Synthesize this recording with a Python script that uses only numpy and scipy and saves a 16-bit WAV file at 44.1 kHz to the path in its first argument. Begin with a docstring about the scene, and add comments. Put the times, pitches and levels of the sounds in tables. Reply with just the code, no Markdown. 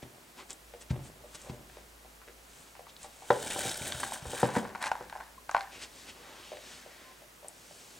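"""A small quiet room, heard close up: a rabbit in its cage while a hand shoves a food bowl across straw.
Paws wake the low modes of a hollow plastic shelter; claws scuff, fur hisses and stalks snap as filtered slips.
The bowl scrapes in small jerks, knocks the tray's modes and leaves the tray shuddering after each blow.
Pellets tap and rattle the bowl's modes, chews crumble behind the cheeks, and two faint squeaks are wavering sines.
Short dense reflections surround it all, over steady noise and a slowly drifting low hum."""
import sys
import numpy as np
from scipy import signal
from scipy.fft import rfft, irfft
from scipy.io import wavfile

SR = 44100
rng = np.random.default_rng(int(sys.argv[2]) if len(sys.argv) > 2 else 0)


def transcribe(u):
    """Save the signal u as a 16-bit wav file named by the first command-line argument.

    u: samples, shape (n,) or (channels, n), limited to [-1, 1]; the rate is SR.
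    q: integer samples, one column per channel.
    """
    v = np.clip(np.atleast_2d(u).T, -1, 1)
    q = np.round(v * 32767).astype(np.int16)
    wavfile.write(sys.argv[1], SR, q)


N = 352359
TIME_S = np.arange(N) / SR

# spectrum of the steady noise: (frequency [Hz], relative level [dB per Hz])
AIR_SPECTRUM = [(15, -59), (25, -29), (59, -62), (107, -2), (500, -2.5), (1400, -6.5), (3680, -11),
                (8050, -11), (15800, -16.5)]
AIR_RMS_DB = -57.5
# low hum: (time [s], level [dB])
HUM_LEVELS = [(0, -78), (.7, -62), (1.8, -61), (3.1, -69), (5.2, -63.5), (8, -73)]
HUM_HZ, HUM_WAVER_RMS_HZ = 54.9, 0.75

# paws landing on the shelter: (time [s], peak [dB], contact cut-off [Hz], claw scuff [dB])
PAW_LANDINGS = [(0.027, -38, 332, -52), (0.905, -19, 178, -46), (1.497, -31, 332, -53.5),
                (3.812, -33.5, 406, -65), (3.945, -37, 148, -50), (4.223, -38, 222, -52),
                (4.262, -36.5, 90, -61)]
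# modes of the hollow shelter: (frequency [Hz], level [dB], t60 [s])
SHELTER_MODES = [(79.6, -15, 0.15), (117, 3, 0.15), (144, 21, 0.031), (167, -4, 0.11), (206, -5, 0.15),
                 (447, 6, 0.039)]

SCUFF_HALF_LENGTH_S, SCUFF_HZ, SCUFF_WIDTH_HZ = 0.0072, 2000, 2400
# fur along the plastic: (time [s], level [dB], half length [s], centre [Hz], narrow band against hiss [dB])
FUR_RUBS = [(0.401, -48.5, 0.022, 920, -13), (1.47, -52, 0.021, 576, 31), (1.764, -61.5, 0.046, 1710, -7),
            (2.897, -54, 0.0099, 3600, 22), (5.751, -50.5, 0.031, 2420, 2), (5.83, -43.5, 0.019, 2350, -15),
            (6, -54.5, 0.086, 3460, -33), (6.092, -49.5, 0.012, 2740, 8), (6.307, -53.5, 0.13, 880, -21),
            (6.496, -55.5, 0.08, 2820, 7), (6.715, -51.5, 0.075, 2920, -21), (6.99, -57, 0.15, 1860, 6),
            (7.84, -56.5, 0.24, 7450, -18)]
RUB_WIDTH_SHARE, CORE_WIDTH_SHARE = 2.3, 0.28  # widths of hiss and narrow band over the centre

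# spectrum of the shuddering tray: (frequency [Hz], relative gain [dB])
RUMBLE_SPECTRUM = [(45, -47), (85, 1), (125, -5), (205, 2.5), (350, -3), (650, -4), (830, -6.5),
                   (1400, -20), (3500, -24), (8000, -70)]
WEIGHT_SHARE, PAW_WEIGHT_DB = 0.31, 11.5  # heavy blows shake the tray most
# level after a 0 dB blow, dB of shudder per dB of blow, dying time
SHUDDER_DB, SHUDDER_GROWTH, SHUDDER_FADE_S = -43, 0.49, 0.15
DRAG_SHUDDER_DB, FUR_SHUDDER_DB = -12, -8.5  # against the shoves and the rubs

# stalks snapping: (time [s], peak [dB], pitch [Hz])
STALK_SNAPS = [(0.5057, -25, 7300), (0.53, -32, 7760), (1.049, -42, 8800), (1.417, -35, 6800),
               (2.9657, -36.5, 3820), (3.031, -30, 7750), (4.003, -24, 9050), (5.5128, -27.5, 6400),
               (7.484, -26, 8900)]
# swishes through loose straw: (time [s], level [dB], half length [s])
STRAW_SWISHES = [(.509, -46, 0.012), (.819, -50.5, 0.01), (1.06, -54.5, 0.02), (1.353, -43.5, 0.0063),
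                 (1.41, -56.5, 0.088), (2.6, -58.5, 0.1), (3.035, -50, 0.024), (3.19, -58.5, 0.14),
                 (4.851, -46.5, 0.026)]
# spectrum of a swish: (frequency [Hz], relative gain [dB])
SWISH_SPECTRUM = [(300, 9.5), (1500, 6.5), (3000, 8.5), (5000, 5.5), (8000, 10.5), (10000, 4.5)]

# chews: (time [s], peak [dB], pitch [Hz], crunch against the dull note [dB])
CHEW_BITES = [(0.738, -37.5, 540, -16), (1.238, -43.5, 556, -23), (1.698, -41.5, 750, -4),
              (1.77, -38.5, 576, -16), (2.047, -44.5, 625, -15), (2.217, -43, 1250, -11),
              (2.278, -38.5, 456, -10.5), (2.753, -39.5, 970, -8), (2.794, -36.5, 646, -18),
              (2.868, -43.5, 940, -19), (3.045, -36, 790, -16), (3.222, -39, 780, -22),
              (6.5186, -31, 570, -21), (6.57, -35, 596, -12.5), (6.862, -39.5, 560, -21),
              (7.22, -44.5, 650, -14.5), (7.429, -45, 646, -20), (7.446, -38, 640, -19),
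              (7.71, -40.5, 595, -13)]
CRUMBLE_HZ, CRUMBLE_WIDTH_HZ = 1600, 1770  # the crunch that escapes between the lips

# bowl bumping on the tray: (time [s], peak [dB], contact cut-off [Hz], weight on the low modes [dB])
BOWL_KNOCKS = [(1.4955, -40.5, 2000, 2), (3.3041, -8.5, 2590, 3.5), (3.561, -28.5, 1500, -12),
               (3.653, -29, 885, 27), (4.254, -33, 1710, 11), (4.3319, -26.5, 1500, 16),
               (4.4303, -11.5, 1260, 20), (4.5646, -16.5, 2200, 28), (4.629, -32, 1100, 1),
               (5.008, -32, 1190, -6), (5.024, -40.5, 1300, -8)]
# modes of the tray: (frequency [Hz], level [dB], t60 [s])
TRAY_MODES = [(115, -14.5, 0.066), (208, -12, 0.058), (279.3, -17, 0.12), (500, 10, 0.038),
              (580.4, 2, 0.079), (784, 14.5, 0.017), (994, 6.5, 0.044), (1267, 9, 0.012),
              (1830, 10, 0.0068), (3770, -3, 0.03)]

# pellets and teeth on the bowl: (time [s], peak [dB], brightness [dB per octave], ping of the spot [Hz])
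BOWL_TAPS = [(3.9223, -26.5, 9.5, 1520), (4.032, -20.5, 4, 1890), (4.037, -27, 3.5, 1590),
             (4.121, -27, -18, 780), (4.159, -34, 2, 1510), (4.517, -36, 3, 1000), (4.553, -26, 0, 1840),
             (4.651, -28, -1, 1000), (4.75, -27, 5, 1095), (4.7565, -27.5, 0, 2350),
             (4.8262, -24.5, 24, 1600), (4.8402, -20.5, 8, 1540), (4.859, -28, 3, 1600),
             (4.8665, -27, 5.5, 1200), (4.9163, -14.5, 0.5, 890), (4.954, -26, -29, 840),
             (5.098, -33, 13, 1590), (5.1265, -29.5, -3, 820), (5.153, -33, -6, 1480),
             (5.161, -31.5, -17, 950), (5.203, -34, 1, 1570), (5.2075, -32, -5, 1500),
             (5.4936, -22.5, 0, 870), (5.514, -31, 8, 1200), (5.5472, -9, -8, 1500), (5.566, -17, 3, 1430),
             (5.5778, -26.5, 8, 900), (5.6084, -27.5, 11, 2020)]
# modes of the bowl: (frequency [Hz], level [dB], t60 [s])
BOWL_MODES = [(557, -22, 0.012), (720, 0.5, 0.018), (766, -12.5, 0.29), (883, 11.5, 0.012),
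              (1100, 4, 0.022), (1553, 4, 0.02), (1560, -25, 0.13), (2090, 2, 0.0051), (3200, -17, 0.013),
              (4000, -13.5, 0.0066), (8700, -33, 0.004)]
TOUCH_LEAD_S, TOUCH_DB = 0.0038, -22  # light first touch, against its tap
PING_DB, PING_T60_S = -9, 0.017
ROLL_DETUNE_SHARE, ROLL_DB_PER_OCTAVE = 0.083, 2  # the modes differ from spot to spot
# level after a 0 dB jolt, dB of rattle per dB of jolt, dying time
SETTLE_DB, SETTLE_GROWTH, SETTLE_FADE_S = -37, 0.54, 0.065
# pellets stirred in the bowl, by the nose or shaken loose by heavy knocks: (time [s], level [dB], half length
# [s])
PELLET_STIRRINGS = [(4.47, -41.5, 0.071), (4.575, -38, 0.018), (4.67, -50, 0.06), (4.823, -36, 0.011),
                    (4.868, -34, 0.017)]

# bowl shoved over straw: (start [s], build-up length [s], level [dB])
BOWL_SHOVES = [(3.177, 0.5, -35.5), (3.485, 0.019, -42), (3.714, 0.16, -37.5), (3.792, 0.26, -39.5),
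               (4.087, 0.053, -38.5), (4.162, 0.24, -39.5), (4.497, 0.07, -42.5)]
BUILD_POWER, STOP_S, COAST_SHARE = 1.28, 0.028, 0.13  # a longer shove takes longer to come to rest
# spectrum of straw slipping under the bowl: (frequency [Hz], relative gain [dB])
SCRAPE_SPECTRUM = [(350, -12), (600, -1), (810, -1.5), (1140, -19), (1470, -8), (1980, -12), (3120, -11),
                   (4710, -10.5), (8500, -3.5), (11000, -14), (13500, -22), (15800, -18)]
# resonances of the moving bowl: (frequency [Hz], width [Hz], level [dB])
SCRAPE_RESONANCES = [(890, 54, -9), (1540, 490, 2), (2350, 150, -16), (3110, 190, 3), (3660, 410, 0.5),
                     (8340, 600, -22)]
SKITTER_DB, SKITTERS_PER_S = -7, 45  # level against the scrape; rate per resonance

# tufts crushed under the bowl: (time [s], level [dB], dying time [s], centre [Hz])
TUFT_CRUNCHES = [(3.506, -35, 0.013, 2660), (3.694, -29, 0.0042, 5600), (3.7136, -31, 0.0028, 4000),
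                 (3.743, -35, 0.002, 5000), (3.772, -36, 0.0044, 9500), (3.878, -33, 0.0036, 8680),
                 (3.922, -27, 0.0023, 3700), (4.135, -35.5, 0.0051, 8600), (4.401, -36, 0.0033, 9000),
                 (4.471, -41, 0.0037, 8500)]
CRUNCH_WIDTH_SHARE = 0.3  # width over the centre

# faint squeaks: (time [s], level [dB], half length [s], pitch [Hz])
SQUEAK_TONES = [(5.383, -44, 0.0029, 1060), (7.092, -57.5, 0.039, 1038)]

# decay of the room: (frequency [Hz], t60 [s])
ROOM_DECAY = [(100, 0.52), (500, 0.43), (1400, 0.23), (4000, 0.14), (12000, 0.12)]
# phase of left against right: (frequency [Hz], phase [rad])
PORT_PHASES = [(40, 0.15), (140, 0.15), (750, 0.33), (2000, 0.24), (4000, 0.47), (8000, 0.071)]
# level of left against right: (frequency [Hz], level [dB])
PORT_LEVELS = [(60, 0.021), (500, 0.8), (4000, 1.4), (9000, -0.25)]
EDGE_HZ = 15900


def amp(db):
    """Decibels to gain."""
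    return 10 ** (np.asarray(db) / 20)


def unit(x):
    """Scales to rms 1."""
    return x / np.sqrt(np.mean(x ** 2) + 1e-20)


def peaked(x, db):
    """Scales to a peak level."""
    return amp(db) * x / np.abs(x).max()


def read(points, hz):
    """Reads a table on a log-frequency axis."""
    f, value = np.transpose(points)
    return np.interp(np.log(hz + 1), np.log(f + 1), value)


def colour(x, points):
    """Filters by a gain table, then scales to rms 1."""
    gain = amp(read(points, np.fft.rfftfreq(N, 1 / SR)))
    return unit(irfft(rfft(x) * gain, N))


def add(mix, s, sound):
    """Mixes a sound in at a time."""
    part = mix[max(round(s * SR), 0):][:len(sound)]
    part += sound[:len(part)]


def soften(x, hz, order=2):
    """Low-pass."""
    return signal.sosfilt(signal.butter(order, min(hz, SR / 2 - 1), fs=SR, output="sos"), x)


def thin(x, hz, order=3):
    """High-pass: a small body radiates no deep bass."""
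    return signal.sosfilt(signal.butter(order, hz, "high", fs=SR, output="sos"), x)


def resonate(x, hz, width):
    """A resonance of gain 1."""
    b, a = signal.iirpeak(hz, hz / min(width, SR / 3), fs=SR)
    return signal.lfilter(b, a, x)


def resonate_twice(x, hz, width, second_width):
    """Two resonances in series at one frequency."""
    return resonate(resonate(x, hz, width), hz, second_width)


def strokes(rows):
    """Gain over time of smooth swells, from rows (time [s], level [dB], half length [s])."""
    power = np.zeros(N)
    for s, db, length, *_ in rows:
        near = slice(*np.searchsorted(TIME_S, [s - 5 * length, s + 5 * length]))
        power[near] += amp(db) ** 2 * np.exp(-((TIME_S[near] - s) / length) ** 2)
    return np.sqrt(power)


def aftermath(blows, growth, fade_s):
    """Gain over time of shaking set off by blows (time [s], level [dB]) and dying away."""
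    kicks = np.zeros(N)
    for s, db, *_ in blows:
        kicks[round(s * SR)] += amp(growth * db) ** 2
    power_decay = np.exp(-2 / (fade_s * SR))
    return np.sqrt(signal.lfilter([1], [1, -power_decay], kicks + 1e-30))


def ring(hz, db, t60, size=16000):
    """Damped modes set off together, neighbours moving in opposite directions."""
    t = np.arange(size)[:, None] / SR
    sign = (-1) ** np.arange(len(hz))
    decay = amp(db - 60 * t / t60)
    return (sign * decay * np.sin(2 * np.pi * hz * t)).sum(1)


def grains(per_s, spread_db):
    """Random slips: many small, a few large."""
    size = amp(spread_db * np.minimum(rng.exponential(1, N), 4))
    return unit(rng.choice([-1, 1], N) * size * (rng.random(N) < per_s / SR))


def crack(crumbs_per_s, crumb_db, fade_s, size=4000):
    """One break followed by a dying shower of mostly smaller ones."""
    t = np.arange(size) / SR
    crumbs = rng.standard_normal(size) * (rng.random(size) < crumbs_per_s / SR)
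    breaks = amp(crumb_db) * crumbs * np.exp(-t / fade_s)
    breaks[0] = 1
    return breaks


def contact(hz, fade_s, size=16000):
    """The brief broad tick of two hard surfaces meeting, at peak 1."""
    tick = rng.standard_normal(size) * np.exp(-np.arange(size) / SR / fade_s)
    return peaked(thin(soften(tick, hz), 780), 0)


def background():
    """Steady noise, differing between the two sides through the middle band but nearly alike in the deep bass
    and top treble, and a slowly drifting hum over a faint rumble."""
    mid, side = amp(AIR_RMS_DB) * colour(rng.standard_normal((2, N)), AIR_SPECTRUM)
    side = thin(soften(side, 3340), 480, order=1)
    waver = unit(soften(rng.standard_normal(N), 1.44))
    tone = np.sin(2 * np.pi * np.cumsum(HUM_HZ + HUM_WAVER_RMS_HZ * waver) / SR)
    rumble = unit(resonate_twice(rng.standard_normal(N), HUM_HZ, HUM_HZ, HUM_HZ))
    hum = unit(tone + amp(-11) * rumble)
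    hum_gain = amp(np.interp(TIME_S, *np.transpose(HUM_LEVELS)))
    return mid + hum * hum_gain + side * np.array([[1], [-1]])


def paws():
    """Soft contacts wake only the low modes of the hollow plastic."""
    out, modes = np.zeros(N), ring(*np.transpose(SHELTER_MODES))
    for s, peak_db, contact_hz, _ in PAW_LANDINGS:
        thud = thin(soften(modes, contact_hz, order=3), 64, order=3)
        add(out, s, peaked(thud, peak_db))
    return out


def claws_and_fur():
    """Claws scuff as each paw lands and fur rubs the plastic: many small slips in soft strokes."""
    fibres = soften(grains(per_s=8200, spread_db=1.5), 9100, order=6)
    scuffs = [(s + SCUFF_HALF_LENGTH_S / 2, db, SCUFF_HALF_LENGTH_S) for s, _, _, db in PAW_LANDINGS]
    out = unit(resonate(fibres, SCUFF_HZ, SCUFF_WIDTH_HZ)) * strokes(scuffs)
    for s, db, length, hz, core_db in FUR_RUBS:
        hiss = resonate(fibres, hz, RUB_WIDTH_SHARE * hz)
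        core = resonate(fibres, hz, CORE_WIDTH_SHARE * hz)
        out += unit(hiss + amp(core_db) * core) * strokes([(s, db, length)])
    return out


def shudder():
    """The loose tray rumbles after paws and knocks, and under the sliding bowl and rubbing fur."""
    knocked = [(s, db + WEIGHT_SHARE * weight_db) for s, db, _, weight_db in BOWL_KNOCKS]
    trodden = [(s, db + PAW_WEIGHT_DB) for s, db, *_ in PAW_LANDINGS]
    struck = amp(SHUDDER_DB) * aftermath(knocked + trodden, SHUDDER_GROWTH, SHUDDER_FADE_S)
    rubbed = amp(DRAG_SHUDDER_DB) * push() + amp(FUR_SHUDDER_DB) * strokes(FUR_RUBS)
    rumble = colour(grains(per_s=180, spread_db=3.0), RUMBLE_SPECTRUM)
    return rumble * np.hypot(struck, rubbed)


def straw():
    """Dry stalks snap as resonant cracks; loose ones swish as showers of slips."""
    out = np.zeros(N)
    for s, peak_db, hz in STALK_SNAPS:
        snap = crack(crumbs_per_s=1600, crumb_db=-5.5, fade_s=0.0028)
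        stalk = soften(resonate_twice(snap, hz, 0.2 * hz, 0.9 * hz), 11000, order=4)
        add(out, s, peaked(stalk, peak_db))
    slips = soften(grains(per_s=4000, spread_db=2.8), 9800, order=6)
    return out + colour(slips, SWISH_SPECTRUM) * strokes(STRAW_SWISHES)


def chews():
    """A pellet crumbles between the teeth: a dull note through the cheeks, a crunch through the lips."""
    out = np.zeros(N)
    for s, peak_db, hz, crunch_db in CHEW_BITES:
        bite = crack(crumbs_per_s=600, crumb_db=-4.5, fade_s=0.016)
        cheek = resonate_twice(bite, hz, 0.49 * hz, 0.81 * hz)
        lips = resonate_twice(bite, CRUMBLE_HZ, CRUMBLE_WIDTH_HZ, CRUMBLE_WIDTH_HZ)
        add(out, s, peaked(cheek + amp(crunch_db) * lips, peak_db))
    return out


def knocks():
    """The bowl meets the tray; the more weight behind it, the more the tray booms."""
    out, (hz, db, t60) = np.zeros(N), np.transpose(TRAY_MODES)
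    for s, peak_db, contact_hz, weight_db in BOWL_KNOCKS:
        modes = ring(hz, db + weight_db / (1 + (hz / 340) ** 5), t60)
        chatter = crack(crumbs_per_s=450, crumb_db=-13.5, fade_s=0.012)  # loose pellets jump and land
        boom = thin(soften(signal.fftconvolve(modes, chatter), contact_hz), 109, order=4)
        add(out, s, peaked(boom, peak_db))
        add(out, s, amp(peak_db - 21.0) * contact(hz=3260, fade_s=0.012))
    return out


def pellet_rattle():
    """Pellets roll over the bowl's modes and grind on one another, stirred by the nose or jolted."""
    hz, db, t60 = np.transpose(BOWL_MODES)
    tilted_db = db + ROLL_DB_PER_OCTAVE * np.log2(hz / hz[0])
    rattle = np.zeros(N)
    for detune in rng.standard_normal((5, len(hz))):  # five spots at once
        modes = ring(hz * (1 + ROLL_DETUNE_SHARE * detune), tilted_db, t60)
        rattle += signal.oaconvolve(grains(per_s=260, spread_db=2.2), modes)[:N]
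    grit = resonate(grains(per_s=2500, spread_db=7.5), 2600, 5600)
    grit = unit(soften(grit, 10100, order=4))
    settling = amp(SETTLE_DB) * aftermath(BOWL_TAPS + BOWL_KNOCKS, SETTLE_GROWTH, SETTLE_FADE_S)
    return (unit(thin(rattle, 800)) + amp(-10.0) * grit) * np.hypot(strokes(PELLET_STIRRINGS), settling)


def bowl_taps():
    """Each tap rings the bowl at another spot, with a ping, a light first touch and small after-cracks."""
    out, (hz, db, t60) = np.zeros(N), np.transpose(BOWL_MODES)
    for s, peak_db, bright_db, ping_hz in BOWL_TAPS:
        spot, detune = rng.standard_normal((2, len(hz)))
        spot_db = db + bright_db * np.log2(hz / hz[0]) + 2 * spot
        modes = thin(ring(hz * (1 + 0.038 * detune), spot_db, t60), 690, order=4)
        ping = ring(np.array([ping_hz]), PING_DB, PING_T60_S)
        after = crack(crumbs_per_s=250, crumb_db=-19, fade_s=0.018)
        body = signal.fftconvolve(peaked(modes, 0) + ping, after)[:len(modes)]
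        tick = amp(peak_db - 19.0 + 0.74 * bright_db) * contact(hz=4360, fade_s=0.003)
        tap = peaked(body, peak_db) + tick
        add(out, s, tap)
        add(out, s - TOUCH_LEAD_S, amp(TOUCH_DB) * tap)
    return out


def push():
    """Gain over time of the sliding bowl: each shove builds until the hand lets off, then coasts to a stop."""
    power, t = np.zeros(N), np.arange(SR) / SR
    for start, length, db in BOWL_SHOVES:
        build = np.minimum(t / length, 1) ** BUILD_POWER
        coast = np.exp(-np.maximum(t - length, 0) / (STOP_S + COAST_SHARE * length))
        add(power, start, (amp(db) * build * coast) ** 2)
    return np.sqrt(power)


def slide():
    """Straw slips in small jerks under the bowl; loose pellets hop inside, ringing its resonances."""
    jerks = amp(2.3 * unit(soften(rng.standard_normal(N), 110)))
    slips = colour(grains(per_s=20000, spread_db=0.0) * jerks, SCRAPE_SPECTRUM)
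    rings = sum(amp(db) * resonate(slips, hz, width) for hz, width, db in SCRAPE_RESONANCES)
    scrape = unit(slips + rings)
    skitter = np.zeros(N)
    for hz, width, _ in SCRAPE_RESONANCES:
        hops = grains(SKITTERS_PER_S, spread_db=3.0)
        skitter += unit(resonate_twice(hops, hz, width, 0.5 * hz))
    return unit(scrape + amp(SKITTER_DB) * unit(skitter)) * push()


def crunches():
    """Tufts caught under the bowl are crushed: dying bursts of band-limited noise."""
    out, t = np.zeros(N), np.arange(SR) / SR
    for s, db, fade_s, hz in TUFT_CRUNCHES:
        burst = unit(resonate_twice(rng.standard_normal(SR), hz, CRUNCH_WIDTH_SHARE * hz, 2 * hz))
        add(out, s, amp(db) * burst * np.exp(-t / fade_s))
    return out


def squeaks():
    """Brief, slightly wavering tones."""
    waver = 1 + 0.0024 * unit(soften(rng.standard_normal(N), 42))
    wavering_s = np.cumsum(waver) / SR
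    out = np.zeros(N)
    for s, db, length, hz in SQUEAK_TONES:
        out += np.sin(2 * np.pi * hz * wavering_s) * strokes([(s, db, length)])
    return out


def room(x, side_db=-8, size=22050):
    """Dense reflections from the cage and walls, the treble dying first."""
    echoes = rng.choice([-1., 1.], (2, size)) * (rng.random((2, size)) < 3000 / SR)
    hz, t, z = signal.stft(echoes, SR, nperseg=256)
    fade = amp(-60 * t / read(ROOM_DECAY, hz)[:, None])
    fade = fade * (1 + 0.65 * np.exp(-t / 0.0063))  # stronger early reflections
    tail = signal.istft(z * fade, SR, nperseg=256)[1]
    tail *= np.clip(np.arange(tail.shape[1]) / SR / 0.00132 - 1, 0, 1)  # gap before the first echo
    tail /= np.linalg.norm(tail[0])
    mid, side = signal.fftconvolve(x[None], tail, axes=1)[:, :N]
    side = amp(side_db) * thin(soften(side, 4000), 320, order=1)  # bass and top treble nearly alike
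    return np.array([mid + side, mid - side])


def ports(x):
    """Two microphone ports hear the cage with a small difference in phase and level."""
    hz = np.fft.rfftfreq(N, 1 / SR)
    half = amp(read(PORT_LEVELS, hz) / 2) * np.exp(0.5j * read(PORT_PHASES, hz))
    return irfft(rfft(x) * np.array([half, 1 / half]), N)


def scene():
    """Cage sounds and their reflections, slightly to the left, over the background."""
    steps, bites, bumps = paws(), chews(), knocks()
    taps = pellet_rattle() + bowl_taps()
    rubbing = claws_and_fur() + shudder() + straw() + slide() + crunches() + squeaks()
    send = amp(-10.0) * steps + amp(-9.0) * bites + amp(-11.0) * bumps
    send += amp(-14.5) * taps + amp(-10.5) * rubbing
    direct = steps + bites + bumps + taps + rubbing
    return ports(direct + room(send)) + background()


def record(dry):
    """Linear-phase low-pass at the upper band edge."""
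    kernel = signal.firwin(511, EDGE_HZ, window=("kaiser", 9), fs=SR)
    return signal.oaconvolve(dry, kernel[None], "same")


dry = scene()
out = record(dry)
transcribe(out)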